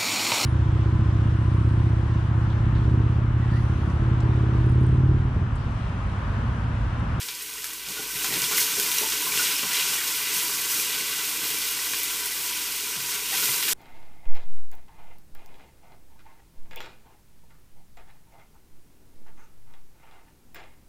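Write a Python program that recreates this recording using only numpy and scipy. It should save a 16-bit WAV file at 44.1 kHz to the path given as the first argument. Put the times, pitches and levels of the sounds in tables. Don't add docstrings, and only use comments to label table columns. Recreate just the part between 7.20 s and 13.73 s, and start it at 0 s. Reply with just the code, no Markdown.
import sys
import numpy as np
from scipy import signal
from scipy.fft import rfft, irfft
from scipy.io import wavfile

SR = 44100
rng = np.random.default_rng(int(sys.argv[2]) if len(sys.argv) > 2 else 0)


def digitize_waveform(pressure):
    field = np.atleast_2d(pressure).T
    bounded = np.clip(field, -1, 1)
    quanta = np.round(bounded * 32767).astype(np.int16)
    wavfile.write(sys.argv[1], SR, quanta)


N = 288104


def from_db(db):
    return 10 ** (np.asarray(db) / 20)


def rms_one(x):
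    return x / np.sqrt(np.mean(x ** 2) + 1e-20)


def band_pass(x, order, edges_hz):
    return signal.sosfilt(signal.butter(order, edges_hz, "band", fs=SR, output="sos"), x)


def high_pass(x, order, edge_hz):
    return signal.sosfilt(signal.butter(order, edge_hz, "high", fs=SR, output="sos"), x)


def over_time(table):
    s, *columns = np.transpose(table)
    return [np.interp(np.arange(N) / SR, s, column) for column in columns]


def drift(rate_hz):
    step = 20
    r = np.exp(-2 * np.pi * rate_hz * step / SR)
    noise = rng.standard_normal(N // step + 3002)
    slow = signal.lfilter([1], [1, -2 * r, r * r], noise)[3000:]
    return np.interp(np.arange(N) / step, np.arange(len(slow)), rms_one(slow - slow.mean()))


RISE_SHARE = 0.33


def swell(peak_s, length_s):
    late = (np.arange(N) / SR - peak_s) / max(length_s, .01)
    return np.exp(-np.where(late < 0, late / RISE_SHARE, late) ** 2)


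# (frequency [Hz], width [Hz], lift [dB])
HOLLOW = [(136, 16, -5), (165, 43, 2.5), (311, 48, 8), (422.5, 84, 10), (716, 32, 13), (802, 12.4, 14),
          (882, 52, 3.5), (973.5, 24.4, 9), (1147, 43, 3), (1384, 59, 7), (1530, 67, 10.5), (1971, 10, 6.5),
          (1996, 24, 7), (2400, 310, 3.5), (2855, 210, 2.5), (3350, 69, 2.5)]


def through_pot(x, spectrum, size=8192):
    hz = np.maximum(np.arange(size // 2 + 1) * SR / size, 1)
    corner_hz, corner_db = np.transpose(spectrum)
    gain_db = np.interp(np.log(hz), np.log(corner_hz), corner_db)
    for centre_hz, width_hz, lift_db in HOLLOW:
        gain_db += lift_db / (1 + (2 * (hz - centre_hz) / width_hz) ** 2)
    cepstrum = irfft(np.log(from_db(gain_db)))
    cepstrum[1:size // 2] *= 2
    cepstrum[size // 2 + 1:] = 0
    response = irfft(np.exp(rfft(cepstrum)))
    return rms_one(signal.fftconvolve(x, response)[:N])


HISS_SHARE = 0.44


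def bursts(per_s, spread_db, clump_db):
    sizes = from_db(spread_db * np.minimum(rng.exponential(1, N), 5)) * rng.choice([-1, 1], N)
    born = rng.random(N) < per_s / SR
    clicks = np.sqrt(1 - HISS_SHARE) * rms_one(sizes * born)
    hiss = np.sqrt(HISS_SHARE) * rng.standard_normal(N)
    return (clicks + hiss) * from_db(clump_db)


def ring(clicks, hz, t60):
    r, w = from_db(-60 / (t60 * SR)), 2 * np.pi * hz / SR
    return signal.lfilter([0, np.sin(w)], [1, -2 * r * np.cos(w), r * r], clicks + 1e-18)


def small_songs(per_s=400):
    sizes = from_db(3.9 * np.minimum(rng.exponential(1, N), 4))
    clicks = sizes * (rng.random(N) < per_s / SR)
    pitches_hz, dealt = np.geomspace(1900, 9000, 40), rng.integers(0, 40, N)
    return rms_one(sum(ring(clicks * (dealt == k), hz, 130.0 / hz) for k, hz in enumerate(pitches_hz)))


# (frequency [Hz], relative level [dB per Hz])
SIZZLE = [(1120, -41), (1900, -12), (2000, -8.5), (3070, -5), (3620, -5.5), (5710, 0), (7750, -2),
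          (8380, 1.5), (9890, 1), (13700, 3), (15300, 1)]
SMALL_DB, SPRAY_DB, SONGS_DB = 0, 1, -8.5
SMALL_FOLLOWS = 0.62


def sizzle(treble_db, surge_db):
    small_db, spray_db = SMALL_DB + SMALL_FOLLOWS * treble_db, SPRAY_DB + treble_db
    # (level [dB], low edge [Hz], high edge [Hz], bursts per second)
    sizes = [(0.0, 1102, 4200, 3012), (small_db, 4300, 8500, 7000), (spray_db, 8500, 18000, 4500)]
    hiss = from_db(SONGS_DB) * small_songs()
    for level_db, low_hz, high_hz, per_s in sizes:
        pops = through_pot(bursts(per_s, 2, surge_db + 0.61 * drift(7.4)), SIZZLE)
        hiss += from_db(level_db) * rms_one(band_pass(pops, 4, [low_hz, high_hz]))
    return hiss


# (frequency [Hz], relative level [dB per Hz])
BOOM = [(500, -28), (660, -25), (800, -21), (1000, -6), (1300, -11.5), (1600, -8.5), (1800, -11.5),
        (2000, -16.5), (2300, -24), (3000, -52)]


def boom(surge_db):
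    return through_pot(bursts(3000, 3.5, 0.78 * surge_db + 0.89 * drift(10)), BOOM)


# (frequency [Hz], relative level [dB per Hz])
DRAG = [(50, -32), (80, -32.5), (130, -7), (200, -13), (260, -10), (360, -12.5), (450, -10.5), (540, -13.5),
        (650, -22), (800, -52.5)]
# (peak time [s], lift [dB], length [s])
STROKES = [(0.694, 5.5, 0.083), (.8, 6, 0.045), (1.12, 8.5, 0.11), (1.33, 5.5, 0.12), (1.595, 4.5, 0.16),
           (1.837, 1, 0.11), (2.108, 4, 0.4), (2.45, -1, .1), (2.71, 4, 0.049), (3.17, 1.5, 0.16),
           (3.58, 3.5, 0.072), (3.777, 3, 0.11), (4.22, 2.5, 0.21), (4.746, 1, 0.081), (5.047, 0, 0.085),
           (5.31, 0.5, .1), (5.57, -1, .08), (5.77, -1, 0.058), (5.945, 3, 0.034), (6.205, 1, 0.32),
           (6.464, 3.5, 0.13)]
DRAG_DB, DRAG_FOLLOWS = -15, .8


def spoon_drag(heat_db, surge_db):
    scrapes = through_pot(bursts(600, 2.56, 0.59 * surge_db + 0.12 * drift(23.0)), DRAG)
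    stroke_db = sum(db * swell(peak_s, length_s) for peak_s, db, length_s in STROKES)
    mean_db = heat_db.mean()
    return from_db(DRAG_DB + mean_db + DRAG_FOLLOWS * (heat_db - mean_db) + stroke_db) * scrapes


# (peak time [s], lift [dB], length [s], extra lift of the treble [dB])
FLARES = [(0.012, 4.5, 0.03, -1.5), (0.088, 1, 0.017, -3), (1.143, 2, .04, -1.5), (1.23, 2, 0.042, 0),
          (1.318, 4, 0.027, -0.5), (1.38, 4, 0.083, 3.5), (1.576, 1, 0.083, 1), (1.77, 1.5, 0.14, -0.5),
          (2.18, 3.5, .1, 0), (2.27, 0.5, .08, -1.5), (2.57, 4, 0.16, -1), (2.655, 0.5, .1, -1),
          (2.903, 0, .08, 1), (3.154, 1.5, 0.077, 3.5), (3.515, 1, 0.11, 2.5), (4.085, 0.5, 0.044, 2),
          (4.25, 1, 0.077, 1.5), (5.75, 3, 0.021, -4), (5.926, 1, .08, -1.5), (6.22, -1, 0.14, 4.5),
          (6.503, 2, .08, 2)]


def flares():
    flare_db, extra_treble_db = np.zeros(N), np.zeros(N)
    for peak_s, lift_db, length_s, treble_lift_db in FLARES:
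        shape = swell(peak_s, length_s)
        flare_db += lift_db * shape
        extra_treble_db += treble_lift_db * shape
    return flare_db, extra_treble_db


# (time [s], sizzle level [dB], treble above it [dB])
HEAT = [(0, -42, 2.5), (.52, -42, 3), (.65, -43, 1), (.7, -39, 2), (.9, -39.5, 4), (1.05, -33.5, 2),
        (1.9, -33.5, 3), (1.97, -34, 2.5), (2.3, -31.5, 2), (2.42, -33, 1), (2.7, -33, 2), (3.05, -33.5, 2),
        (3.75, -33, 2), (3.88, -34, 1), (4.6, -34.5, 3.5), (5.2, -35.5, 2), (6.08, -36, 3),
        (6.16, -30.5, 0.5), (6.53, -34, 4)]
BOOM_DB, BOOM_FOLLOWS = -7.5, 1


def frying():
    heat_db, treble_db = over_time(HEAT)
    flare_db, extra_treble_db = flares()
    surge_db = 0.11 * drift(32) + 0.49 * drift(41)
    hiss = from_db(heat_db + flare_db) * sizzle(treble_db + extra_treble_db, surge_db)
    hollow = from_db(heat_db + BOOM_DB + BOOM_FOLLOWS * flare_db) * boom(surge_db)
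    return hiss + hollow + spoon_drag(heat_db, surge_db)


# (time [s], rms level [dB])
HUM = [(0, -67), (.7, -62), (.98, -56), (1.1, -58), (1.38, -59), (1.6, -65), (1.95, -57), (2.04, -68),
       (2.15, -56), (2.3, -64), (3.6, -66), (3.73, -60), (3.84, -67), (4.5, -59.5), (6.2, -62), (6.33, -67),
       (6.53, -64)]
HUM_HZ, HUM_RUMBLE_DB = 48.6, -71


def hum():
    phase = 2 * np.pi * np.cumsum(HUM_HZ + 1.24 * drift(3)) / SR
    rumble = rms_one(band_pass(rng.standard_normal(N), 2, [40, 100]))
    level_db = over_time(HUM)[0] + 0.73 * drift(4)
    tone = np.sqrt(2) * np.sin(phase)
    return from_db(level_db) * tone + from_db(HUM_RUMBLE_DB) * rumble


# (time [s], peak level [dB], centre [Hz], reach to each side [octaves])
SPITS = [(0.0172, -19, 4000, 1.3), (.03, -22, 6580, 0.62), (0.086, -20, 3500, 1.2), (0.091, -23, 4000, .7),
         (.1501, -21, 7000, 0.56), (0.223, -16.5, 11500, 1.1), (.3381, -25, 8500, .5),
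         (0.443, -15, 6000, 2.5), (.4676, -24, 9000, .8), (.533, -23, 6550, 1.1), (.6868, -22, 4940, 0.99),
         (1.045, -14, 3380, 1.7), (1.14, -14, 2430, 0.82), (1.2194, -11, 5750, 1.1),
         (1.2417, -11, 3350, 0.56), (1.3827, -19, 2110, .8), (1.407, -13, 7500, 0.56),
         (1.5984, -7, 5960, 1.5), (1.647, -17, 5000, 1.4), (1.716, -12, 4620, 1.3), (1.7842, -9, 5790, 1.1),
         (1.834, -13, 8240, 1.1), (1.922, -13, 2480, 0.96), (2.0198, -15, 11700, 0.76),
         (2.175, -13, 2490, 0.44), (2.27, -16, 2480, 0.44), (2.311, -18, 3200, 0.66),
         (2.392, -18, 3000, 0.55), (2.5473, -19, 3300, 0.87), (2.8125, -23, 1520, 0.64),
         (3.282, -20, 4340, 1.2), (4.344, -15, 14000, .8), (4.735, -17, 2320, 0.67),
         (4.8329, -11, 13200, 0.67), (5.0584, -11, 13100, 0.97), (6.0756, -21, 5400, 1.1),
         (6.236, -16, 2800, .5), (6.427, -13, 3000, 0.72), (6.481, -15.5, 2500, .7)]
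CRACK_T60_S, PUFF_SHARE, PUFF_T60_S = .005, 0.25, 0.17


def spits():
    out, t = np.zeros(N + SR), np.arange(SR // 4) / SR
    fade = from_db(-60 * t / CRACK_T60_S) + PUFF_SHARE * from_db(-60 * t / PUFF_T60_S)
    for s, db, hz, octaves in SPITS:
        reach = max(octaves, .3) * np.array([-1, 1])
        edges_hz = np.clip(hz * 2 ** reach, 1200, .45 * SR)
        puff = band_pass(rng.standard_normal(len(t)) * fade, 2, edges_hz)
        at = round(s * SR)
        out[at:at + len(t)] += from_db(db) * puff / np.abs(puff).max()
    return out[:N]


# (time [s], pitch [Hz], level before swell and decay [dB])
SINGING = [(.086, 2842, -34), (.995, 3000, -24), (1.135, 1980, -32), (1.138, 2460, -19), (1.222, 5840, -30),
           (1.24, 3320, -14), (1.24, 3750, -28), (1.377, 6940, -17), (1.38, 2050, -12), (1.392, 2150, -17),
           (1.405, 4600, -31), (1.413, 6245, -29), (1.783, 5800, -11), (1.784, 2800, -16),
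           (2.12, 2325, -14.5), (2.182, 2780, -17), (2.198, 3320, -30), (2.363, 5260, -17),
           (2.543, 4250, -32), (2.546, 2240, -32), (2.567, 3880, -20), (2.607, 4740, -30),
           (2.735, 2920, -21), (3.162, 4830, -30), (3.542, 6000, -21), (6.137, 2720, -20),
           (6.154, 4030, -23), (6.426, 2120, -20.5)]
SING_T60_S = 0.024


def singing():
    out, t = np.zeros(N + SR), np.arange(SR // 8) / SR
    for s, hz, db in SINGING:
        at = round(s * SR)
        envelope = from_db(db - 60 * t / SING_T60_S) * (1 - np.exp(-t / 0.0013))
        out[at:at + len(t)] += envelope * np.sin(2 * np.pi * hz * t)
    return out[:N]


# (time [s], peak level [dB], pitch the struck spot favours [Hz], spread [octaves], contact [s])
KNOCKS = [(0.678, -32, 230, 1.4, 0.06), (.764, -33, 1450, .05, 0.034), (.791, -29.5, 430, 0.79, 0.019),
          (.95, -33, 200, 1.1, 0.029), (1.041, -30.5, 500, 0.94, 0.021), (1.113, -25, 230, 1.6, 0.054),
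          (1.161, -28.5, 320, 0.79, .03), (1.215, -32, 200, 0.57, 0.036), (1.312, -27, 1030, 0.27, 0.024),
          (1.329, -27, 1440, .15, 0.018), (1.571, -28.5, 400, 0.28, 0.049), (1.813, -27, 467, 0.31, 0.037),
          (1.826, -30, 905, 0.086, .045), (2.065, -25, 900, 1.6, 0.01), (2.193, -23.5, 1510, .15, 0.017),
          (2.43, -25, 600, 0.94, 0.048), (2.436, -37.5, 150, .4, 0.065), (3.161, -42, 170, 0.35, .03),
          (4.228, -37, 300, 1.5, .02), (4.735, -31.5, 1500, 0.84, .006), (5.754, -35.5, 150, 0.42, 0.12),
          (6.113, -35, 780, .1, 0.024), (6.2, -36.5, 150, 0.5, .09), (6.226, -28, 1510, .12, 0.026),
          (6.285, -38, 150, .5, .03), (6.286, -28, 1120, .15, 0.017), (6.475, -34, 1530, 0.11, .03)]
# (frequency [Hz], relative level [dB], time to fall 60 dB [s])
POT_MODES = [(137.3, -1.5, 0.24), (182.6, -1.5, 0.15), (241, -9, 0.065), (318, -13, .09), (383, 0, 0.043),
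             (430, -2.5, 0.094), (530, -3.5, 0.037), (600, -1.5, 0.043), (690, -8, .05), (780, 2.5, 0.1),
             (905, -4, 0.13), (1030, 10, 0.075), (1128, 9, 0.047), (1450, 5, 0.11), (1534, -6, 0.062),
             (1990, -14, .04), (2340, 2, .04)]


def knocks():
    out, t = np.zeros(N + SR), np.arange(SR // 2) / SR
    for s, db, spot_hz, octaves, contact_s in KNOCKS:
        rings = np.zeros(len(t))
        for hz, mode_db, t60 in POT_MODES:
            luck_db = 1.5 * rng.standard_normal()
            off_spot_db = -6.9 * (np.log2(hz / spot_hz) / octaves) ** 2
            rings += from_db(mode_db + luck_db + off_spot_db - 60 * t / t60) * np.sin(2 * np.pi * hz * t)
        scuff = rng.standard_normal(SR // 10)
        push = (3.0 + scuff) * from_db(-14 * t[:len(scuff)] / max(contact_s, .002))
        push = np.diff(push, prepend=0) + 0.81 * scuff * push
        blow = signal.fftconvolve(rings, push)[:len(t)]
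        at = round(s * SR)
        out[at:at + len(t)] += from_db(db) * blow / np.abs(blow).max()
    return high_pass(out[:N], 4, 115)


ECHO_DB, ECHO_T60_S = -14, 0.18


def echoes(x, edge_hz=1900):
    t = np.arange(SR // 6) / SR
    tail = rng.standard_normal(len(t)) * from_db(-60 * t / ECHO_T60_S) * (t > .0015)
    tail = high_pass(tail, 2, edge_hz)
    tail *= from_db(ECHO_DB) / np.sqrt(np.sum(tail ** 2))
    keep = 1 / np.sqrt(1 + from_db(2 * ECHO_DB))
    direct = x + (keep - 1) * high_pass(x, 2, edge_hz)
    return direct + keep * signal.fftconvolve(x, tail)[:N]


def scene():
    echoing = echoes(frying() + spits() + singing())
    return np.tile(echoing + hum() + knocks(), (2, 1))


def record(dry):
    return signal.sosfilt(signal.ellip(14, .3, 80, 15340, fs=SR, output="sos"), dry)


dry = scene()
out = record(dry)
digitize_waveform(out)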